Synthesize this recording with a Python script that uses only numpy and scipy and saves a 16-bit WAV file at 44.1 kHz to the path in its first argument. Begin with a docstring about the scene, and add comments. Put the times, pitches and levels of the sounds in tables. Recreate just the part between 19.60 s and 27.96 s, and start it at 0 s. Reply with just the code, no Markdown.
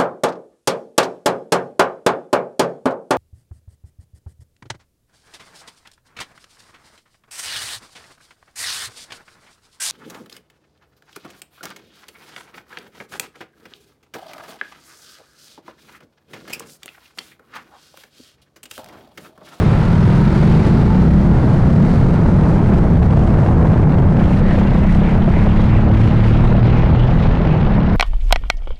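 """A booming exhaust climbs in pitch as a motorcycle pulls away and shifts up three times, heard from its
handlebar. Harmonics of the engine cycle sweep through the pipe's resonances while the case clatters.
Another motorcycle and a scooter are briefly near, and oncoming traffic swishes by. Turbulence buffets
the microphone harder as speed builds, its mount sways, and dull puffs flutter in the rush. The tyres
roar and drum on block paving. A limiter holds the peaks down."""
import sys
import numpy as np
from scipy import signal
from scipy.fft import rfft, irfft, next_fast_len
from scipy.io import wavfile
from scipy.ndimage import uniform_filter1d, minimum_filter1d, map_coordinates

SR = 44100
rng = np.random.default_rng(int(sys.argv[2]) if len(sys.argv) > 2 else 0)


def file_out(sig):
    """Save sig as 16-bit WAV at sys.argv[1]."""
    # one column per channel
    cols = np.atleast_2d(sig).T
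    # limit, then scale
    lim = np.clip(cols, -1, 1)
    pcm = np.round(lim * 32767).astype(np.int16)
    wavfile.write(sys.argv[1], SR, pcm)


N = 368676
t = np.arange(N) / SR


def amp(db):
    """Decibels as an amplitude ratio."""
    return 10 ** (np.asarray(db) / 20)


def unit(x):
    """Normalisation to rms 1."""
    return x / np.sqrt(np.mean(x ** 2) + 1e-20)


def step(x, middle, width):
    """A smooth rise from 0 to 1 as x passes the middle."""
    return (1 + np.tanh((x - middle) / width)) / 2


def along(points, hz):
    """Interpolation of (frequency, value) points on a log axis."""
    f, v = np.transpose(points)
    return np.interp(np.log(hz + 1e-6), np.log(f), v)


def curves(rows):
    """Linear interpolation in time: one curve for each column after the first."""
    times, *columns = np.transpose(rows)
    return [np.interp(t, times, column) for column in columns]


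def wobble(rate):
    """A smooth random curve with rate knots a second."""
    return map_coordinates(rng.standard_normal(int(N * rate / SR) + 4), [np.arange(N) * rate / SR])


def eddies(rate, limit=1.6):
    """Soft saturation of a random curve: no single eddy stands far out."""
    return limit * np.tanh(wobble(rate) / limit)


def bursts(cycles, decay, floor):
    """Exponential decay, restarted once a cycle and lasting a share of it."""
    return unit(np.exp(-(cycles % 1) / decay) + floor)


def filtered(x, response):
    """Linear filtering: the spectrum times a complex frequency response."""
    size = next_fast_len(N + SR // 2)
    return irfft(rfft(x, size) * response(np.fft.rfftfreq(size, 1 / SR)), size)[:N]


def noise(spectrum, drive=1):
    """Source and filter: noise modulated by drive, coloured, and rolled off above the last point."""
    colour = lambda hz: amp(along(spectrum, hz)) * np.maximum(hz / spectrum[-1][0], 1) ** -6
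    return unit(filtered(drive * rng.standard_normal(N), colour))


def patchy(x, depth_db):
    """Modulation in time and frequency: eddies lift and drop patches of the spectrum."""
    spectra = signal.stft(x, nperseg=512)[2]
    field = uniform_filter1d(rng.standard_normal(spectra.shape), size=9, axis=0)
    field = uniform_filter1d(field, size=12, axis=1)
    return unit(signal.istft(spectra * amp(depth_db * unit(field)), nperseg=512)[1][:N])


# Passing swishes. Each row: time in seconds, centre in Hz, level in dB.
SWISH_EVENTS = [(2.33, 4400, -53), (4.9, 1800, -34.5), (5.28, 1970, -38.5), (5.48, 2130, -35.5),
                (5.78, 2070, -35.5), (6.15, 2310, -37), (7.2, 2340, -40.5), (7.42, 3070, -41.5),
                (7.95, 2510, -41.5)]


def swishes(half_length_s=0.065, relative_width=0.18, gusty_db=2):
    """Band-limited flow noise swells and fades as oncoming traffic and side gusts pass."""
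    sound = np.zeros(N)
    for s, centre_hz, db in SWISH_EVENTS:
        response = lambda hz: 1 / (1 + ((hz / centre_hz - 1) / relative_width) ** 2)
        band = unit(filtered(rng.standard_normal(N), response))
        swell = np.exp(-((t - s) / half_length_s) ** 2)
        sound += amp(db + gusty_db * eddies(45)) * swell * band
    return sound


# The scooter's drive. Each row: time in seconds, pitch in Hz, level in dB.
SCOOTER_WHINE = [(.1, 960, -46), (.58, 932, -34.5), (.8, 890, -36), (1.05, 867, -35), (1.3, 884, -32),
                 (1.7, 870, -46)]


def scooter():
    """Random frequency and amplitude modulation blur a transmission whine that sags and picks up."""
    hz, db = curves(SCOOTER_WHINE)
    turns = np.cumsum(hz * (1 + .014 * wobble(110))) / SR
    return amp(db) * (1 + .3 * wobble(50)) * np.sin(2 * np.pi * turns)


# The nearby engine. Each row: time in seconds, cycle rate in Hz, level in dB.
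OTHER_ENGINE = [(0, 39.3, -23.5), (.35, 39.98, -19), (.6, 40.23, -20), (.9, 40.44, -18.5),
                (1.15, 41.4, -19), (1.5, 39.4, -39.5), (2, 38.6, -82)]
# Its exhaust. Each row: harmonic number, level in dB.
OTHER_HARMONICS = [(2, -10), (4, 0), (5, -10), (8, -13), (9, -14), (10, -15)]


def other_motorcycle(rasp_db=-24):
    """Periodic firing of a single cylinder gives a harmonic series, with a rasp on every pulse."""
    rate_hz, db = curves(OTHER_ENGINE)
    cycles = np.cumsum(rate_hz) / SR
    note = sum(amp(level) * np.sin(2 * np.pi * (k * cycles + rng.random()))
               for k, level in OTHER_HARMONICS)
    firings = bursts(cycles, decay=0.5, floor=0.11)
    rasp = noise([(800, -4), (2000, 6), (4700, 0), (7000, -16), (12000, -28)], firings)
    return amp(db) * (unit(note) * (1 + 0.15 * wobble(16)) + amp(rasp_db) * rasp)


# Dull puffs in the rushing noise, single or in quick fluttering runs.
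# Each row: start in seconds, level in dB, length in seconds.
RUSH_PUFFS = [(.816, -26, .03), (2.677, -30, .34), (3.11, -22, .03), (4.04, -21, .03), (4.391, -27, .03),
              (4.601, -18, .03), (4.67, -25, .07), (4.806, -18, .03), (4.902, -22.5, .28),
              (5.238, -19.5, .03), (5.409, -20, .03), (5.51, -23.5, .1), (5.669, -21, .03),
              (5.76, -30, .03), (5.86, -21, .03), (5.985, -21.5, .03), (6.12, -25, .03), (6.18, -23, .03),
              (6.258, -22, .07), (6.517, -26, .03), (6.937, -25, .1), (7.281, -33, .03), (7.445, -24, .07),
              (7.643, -22, .03), (7.944, -35, .07), (8.107, -25, .03), (8.17, -19.5, .03),
              (8.234, -28, .14)]
# The mount's random sway. Each row: frequency in Hz, spectral density in dB.
SWAY_SPECTRUM = [(10, -18), (20, -6), (29, 0), (42, -8), (70, -16)]


def sway_and_puffs(natural_hz=29, skew=0.63):
    """Resonance: the mount sways near its natural frequency, at random or in step with dull puffs."""
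    sway, envelope = np.tanh(noise(SWAY_SPECTRUM)), np.zeros(N)
    for s, db, length_s in RUSH_PUFFS:
        swings = (t - s) * natural_hz
        on = (swings >= 0) & (swings < max(round(length_s * natural_hz), 1))
        swing = np.sin(np.pi * (swings[on] % 1) ** skew) ** 2
        sway[on], envelope[on] = 2 * swing - 1, amp(db) * swing ** 2
    puffs = envelope * noise([(250, -5), (500, 4.5), (900, -1.5), (1300, -11.5), (2200, -17)])
    return uniform_filter1d(sway, size=130), puffs


# Tyre roar and drumming on the blocks. Each row: frequency in Hz, spectral density in dB.
TYRE_SPECTRUM = [(400, -6), (750, 2), (1000, 0), (1400, -1), (2000, -8)]
PAVING_SPECTRUM = [(350, -11.5), (500, 3.5), (850, -1), (1150, -8.5), (1700, -15.5)]


def tyres(speed, sway, open_road, rolling_db=-35, paving_db=-32, sway_db=4):
    """Rolling noise grows with speed; the mount's sway modulates the drumming on the paving."""
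    rolling = amp(rolling_db) * speed * noise(TYRE_SPECTRUM)
    drumming = amp(paving_db) * open_road * noise(PAVING_SPECTRUM, amp(sway_db * sway))
    return rolling + drumming


# Layers of wind noise, low to high, then its crackle. Each row: frequency in Hz, spectral density in dB.
BUFFET_SPECTRUM = [(5, -13), (15, -5), (27, 3.5), (45, -2), (80, -7.5), (200, -45.5)]
ROAR_SPECTRUM = [(20, -21.5), (45, -3), (75, 7.5), (120, 6.5), (165, 6), (210, -1.5), (260, -5),
                 (400, -24.5)]
RUSH_SPECTRUM = [(120, -6.5), (280, 3.5), (400, 2), (520, -1), (800, -4.5), (1100, -10.5), (1500, -17),
                 (2200, -26)]
HISS_SPECTRUM = [(700, -2.5), (1300, 0.5), (2000, 0), (2800, -3.5), (4000, -11.5), (5500, -22.5),
                 (7500, -33.5)]
SIZZLE_SPECTRUM = [(2000, -22.5), (4000, 2.5), (6000, -1), (8000, -5), (10000, -8), (11500, -14.5),
                   (13000, -24)]
CRACKLE_SPECTRUM = [(500, -3), (1400, 2), (3000, -3), (5000, -19)]
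# Gusts and vehicle wakes. Each row: time and half length in seconds, change of rush, hiss, sizzle in dB.
GUSTS_AND_WAKES = [(.05, 0.23, 4, 11, 1), (0.523, 0.053, 2.5, 8, 0.5), (0.902, 0.2, 2, 10, 4),
                   (1.075, .04, 0.5, 1.5, 2.5), (2.297, .12, -.5, 1.5, 1.5), (4.3, 0.19, -0.5, -1, -3),
                   (4.749, 0.043, 3, -1, 4), (4.881, 0.3, -1, -0.5, -1), (5.323, 0.07, -4, -1, 3.5),
                   (5.615, 0.064, 1.5, -2.5, -3), (6.009, 0.11, -3.5, 3, -2),
                   (6.286, 0.054, 2.5, -1.5, -6.5), (6.44, 0.072, -0.5, 3.5, 6), (6.675, .08, -4, 3.5, 7.5),
                   (6.883, 0.065, 2, 2.5, 11), (7.118, 0.064, 1.5, 3.5, -2.5), (7.58, 0.099, -1, 2.5, 12.5),
                   (8.23, 0.062, -3, -4.5, 3)]


def wind(speed, sway, open_road, shelter_db=-3.5, sway_rush_db=2.6, sway_hiss_db=2.5):
    """Turbulent pressure: slow eddies thump the microphone, fast ones make it flutter and crackle."""
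    def level_db(base_db, per_doubling_db, open_road_db):
        return base_db + per_doubling_db * np.log2(speed) + open_road_db * open_road

    sheltered = 1 - step(t, 1.5, 0.13)  # a corner building keeps the low roar down at first
    buffet_db = level_db(-17, 2.8, 2.3)
    roar_db = level_db(-11, 1.6, -5.5) + shelter_db * sheltered
    rush_db = level_db(-19, 3.74, -5.5)
    hiss_db = level_db(-45, 0.27, 8.2)
    sizzle_db = level_db(-56, -2.5, -.5) - 9.5 * np.maximum(t - 5.95, 0)  # the top dulls near the end
    for s, half_length_s, more_rush_db, more_hiss_db, more_sizzle_db in GUSTS_AND_WAKES:
        swell = np.exp(-((t - s) / half_length_s) ** 2)
        rush_db += more_rush_db * swell
        hiss_db += more_hiss_db * swell
        sizzle_db += more_sizzle_db * swell
    gust, flutter = eddies(24), eddies(260)
    buffet = amp(buffet_db) * noise(BUFFET_SPECTRUM, amp(eddies(11)))
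    roar = amp(roar_db) * noise(ROAR_SPECTRUM)
    # Turbulence deepens with speed; each swing of the mount lifts the rush and starves the hiss.
    rush = amp(rush_db) * noise(RUSH_SPECTRUM, amp(speed * (sway_rush_db * sway + 2 * flutter)))
    flicker_db = speed * (1.4 * gust + 1.1 * eddies(200)) - sway_hiss_db * open_road * sway
    hiss = amp(hiss_db) * patchy(noise(HISS_SPECTRUM, amp(flicker_db)), depth_db=1.46)
    sizzle = amp(sizzle_db) * noise(SIZZLE_SPECTRUM, amp(speed * 2.4 * gust + 2 * flutter))
    strongest_eddies = np.maximum(flutter - .6, 0)
    crackle = amp(-42.5) * speed * noise(CRACKLE_SPECTRUM, strongest_eddies)
    return buffet + roar + rush + hiss + sizzle + crackle


BLIP_S, BLIP_LENGTH_S, BLIP_DB = 2.06, .22, 2.5  # a blip of throttle ends the slow first shift
# One pull per gear. Each row: throttle opening and closing in seconds, first and last four-stroke
# cycle rate in Hz, exponent of the climb (1 is straight).
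GEAR_PULLS = [(0, 1.8, 16.5, 36.1, 1.17), (2.26, 4.1, 27.7, 39.7, 1), (4.48, 7.7, 31.5, 42.1, 1.37),
              (8.08, 8.4, 34.4, 34.5, 1)]


def gearbox(sag_hz=4.2, grip_turn_s=0.063):
    """Gearing ties road speed to the revs in a pull; in a shift the revs sink and the bike coasts."""
    rate_hz, progress, in_gear = np.zeros(N), np.zeros(N), np.zeros(N)
    shut_s, shut_hz = -1, GEAR_PULLS[0][2]
    for opens, closes, first_hz, last_hz, bend in GEAR_PULLS:
        shift = (t >= shut_s) & (t < opens)
        sunk = ((t[shift] - shut_s) / (opens - shut_s)) ** 2
        rate_hz[shift] = shut_hz + (first_hz - shut_hz) * sunk
        progress[shift] = 1 - sunk
        pull = (t >= opens) & (t < closes)
        in_gear[pull] = 1
        progress[pull] = (t[pull] - opens) / (closes - opens)
        rate_hz[pull] = first_hz + (last_hz - first_hz) * progress[pull] ** bend
        shut_s, shut_hz = closes, last_hz
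    speed = np.exp(np.cumsum(in_gear * np.gradient(np.log(rate_hz))))
    # In the first shift the revs sag further, until the blip catches them.
    first_shut_s, second_opens_s = GEAR_PULLS[0][1], GEAR_PULLS[1][0]
    caught = step(t, BLIP_S, .012)
    rate_hz -= sag_hz * np.clip((t - first_shut_s) / (BLIP_S - first_shut_s), 0, 1) * (1 - caught)
    grip = np.maximum(in_gear, caught * (t < second_opens_s))
    throttle = uniform_filter1d(grip, int(grip_turn_s * SR))
    return rate_hz, throttle, progress, speed / speed.max()


# Load in gears one to four. Each row: exhaust, intake and throb levels in dB, roughness from 0 to 1.
LOAD_PER_GEAR = [(-13, -27, -16, 0.33), (-16.5, -20.5, -21, 0.24), (-15, -13, -21, 0.23),
                 (-16, -28, -36.5, .2)]


def engine_load():
    """Load sets the strength of the sources: held through each pull, gliding across the shifts."""
    return curves([(s, *load) for pull, load in zip(GEAR_PULLS, LOAD_PER_GEAR) for s in pull[:2]])


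# Modes of the crankcase and cylinder head. Each row: frequency in Hz, bandwidth in Hz, gain in dB.
CASE_MODES = [(397, 54, 7), (945, 157, -1), (1370, 240, -1), (2100, 1000, -11.5), (4080, 1470, -18.5)]


def clatter(cycles, speed, mesh_db=-12, mesh_orders=(48, 60), knots=450):
    """Forced vibration: valves, piston and meshing gear teeth excite the modes of the engine case."""
    def case(hz):
        return sum((-1) ** k * amp(db) * 1j * hz * width / (centre ** 2 - hz ** 2 + 1j * hz * width)
                   for k, (centre, width, db) in enumerate(CASE_MODES))

    repeating = map_coordinates(rng.standard_normal(knots), [cycles % 1 * knots], mode="grid-wrap")
    knocks = bursts(2 * cycles, decay=0.44, floor=0.26) * rng.standard_normal(N)  # one per crank turn
    teeth = amp(mesh_db) * sum(np.sin(2 * np.pi * k * cycles) for k in mesh_orders)
    level_db = np.minimum(-47.5 - 13.5 * np.log2(speed), -32)  # the engine labours most pulling away
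    return amp(level_db) * unit(filtered(repeating + knocks + teeth, case))


def throb(cycles, progress, full_db, rise_db=16.5, roughness=0.12, octave_db=-4):
    """Unbalance shakes the machine once per crank turn, twice a cycle; the pistons add the octave."""
    level_db = full_db - rise_db * (1 - progress) ** 2  # grows through each pull
    crank = (1 + roughness * wobble(25)) * np.sin(2 * np.pi * 2 * cycles)
    pistons = (1 + roughness * wobble(25)) * np.sin(2 * np.pi * 4 * cycles)
    return amp(level_db) * unit(crank + amp(octave_db) * pistons)


def intake(cycles, rate_hz, load_db, tuning_hz=103.5, off_tune_db=-16):
    """Airbox resonance: the third harmonic booms once it climbs past the tuning."""
    boom = unit((1 + 0.28 * wobble(45)) * np.sin(2 * np.pi * 3 * cycles + .25 * wobble(45)))
    below_tuning = 1 - step(3 * rate_hz, tuning_hz, 2)
    return amp(load_db + off_tune_db * below_tuning) * boom


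# Harmonics favoured by uneven firing. Each row: harmonic number, level in dB.
FIRING_HARMONICS = [(1, -6), (2, -6), (3, -6), (4, -5.5), (5, -1), (6, 1.5), (7, -4), (8, -2.5), (9, -3),
                    (10, -8), (14, -11)]
# Response of the pipe and silencer. Each row: frequency in Hz, gain in dB.
PIPE_RESPONSE = [(20, -18), (55, -7), (90, -9), (120, -7), (138, -2.5), (165, 0), (200, 0), (222, -2.5),
                 (248, -7.5), (280, -18), (320, -7), (350, -9), (385, -20), (450, -26), (900, -30)]


def exhaust(cycles, rate_hz, throttle, load_db, roughness, shut_db=-7, muffle_hz=32.06):
    """Pipe resonance lifts each harmonic of the cycle rate in turn as the revs sweep it through."""
    note = np.zeros(N)
    for k in range(1, 15):
        gain = amp(along(PIPE_RESPONSE, k * rate_hz) + along(FIRING_HARMONICS, k))
        uneven = 1 + roughness * wobble(24)  # no two firings are alike
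        note += gain * uneven * np.sin(2 * np.pi * (k * cycles + rng.random()))
    muffle_db = 0.5 * np.maximum(rate_hz - muffle_hz, 0)  # the silencer takes more at high revs
    blip = step(t, BLIP_S, .012) - step(t, BLIP_S + BLIP_LENGTH_S, .03)
    return amp(load_db + shut_db * (1 - throttle) - throttle * muffle_db + BLIP_DB * blip) * unit(note)


def overrun(cycles, roughness, burble_db=-26.5, drone_db=-20):
    """With the throttle shut, pipe resonance colours a noisy burble and the fourth harmonic drones."""
    burble = noise(PIPE_RESPONSE)
    drone = unit((1 + roughness * wobble(24)) * np.sin(2 * np.pi * 4 * cycles))
    return amp(burble_db) * burble + amp(drone_db) * drone


def scene():
    """Superposition: revs drive the engine, speed drives tyres and wind, and the mount chops both."""
    rate_hz, throttle, progress, speed = gearbox()
    waver = 0.001465 + .013 * (1 - speed) ** 2  # the revs are least steady at low speed
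    rate_hz = rate_hz * (1 + waver * wobble(14))
    cycles = np.cumsum(rate_hz) / SR
    exhaust_db, intake_db, throb_db, roughness = engine_load()
    open_road = step(t, 4.615, 0.13)  # past the junction: block paving and a headwind
    sway, puffs = sway_and_puffs()
    bike = exhaust(cycles, rate_hz, throttle, exhaust_db, roughness)
    bike += throttle * intake(cycles, rate_hz, intake_db)
    bike += (1 - throttle) * overrun(cycles, roughness)
    bike += throttle * throb(cycles, progress, throb_db)
    bike += clatter(cycles, speed)
    street = other_motorcycle() + scooter() + tyres(speed, sway, open_road) + swishes()
    return (bike + street + puffs + wind(speed, sway, open_road))[None]


def record(dry, drive_db=0.5, ceiling=.67, window_samples=360, top_hz=12800):
    """Look-ahead limiting lowers the gain around each peak; a low-pass filter then limits the band."""
    x = dry[0] * amp(drive_db)
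    needed = ceiling / np.maximum(np.abs(x), ceiling)
    gain = uniform_filter1d(minimum_filter1d(needed, window_samples), window_samples)
    return filtered(x * gain, lambda hz: hz < top_hz)[None]


dry = scene()
out = record(dry)
file_out(out)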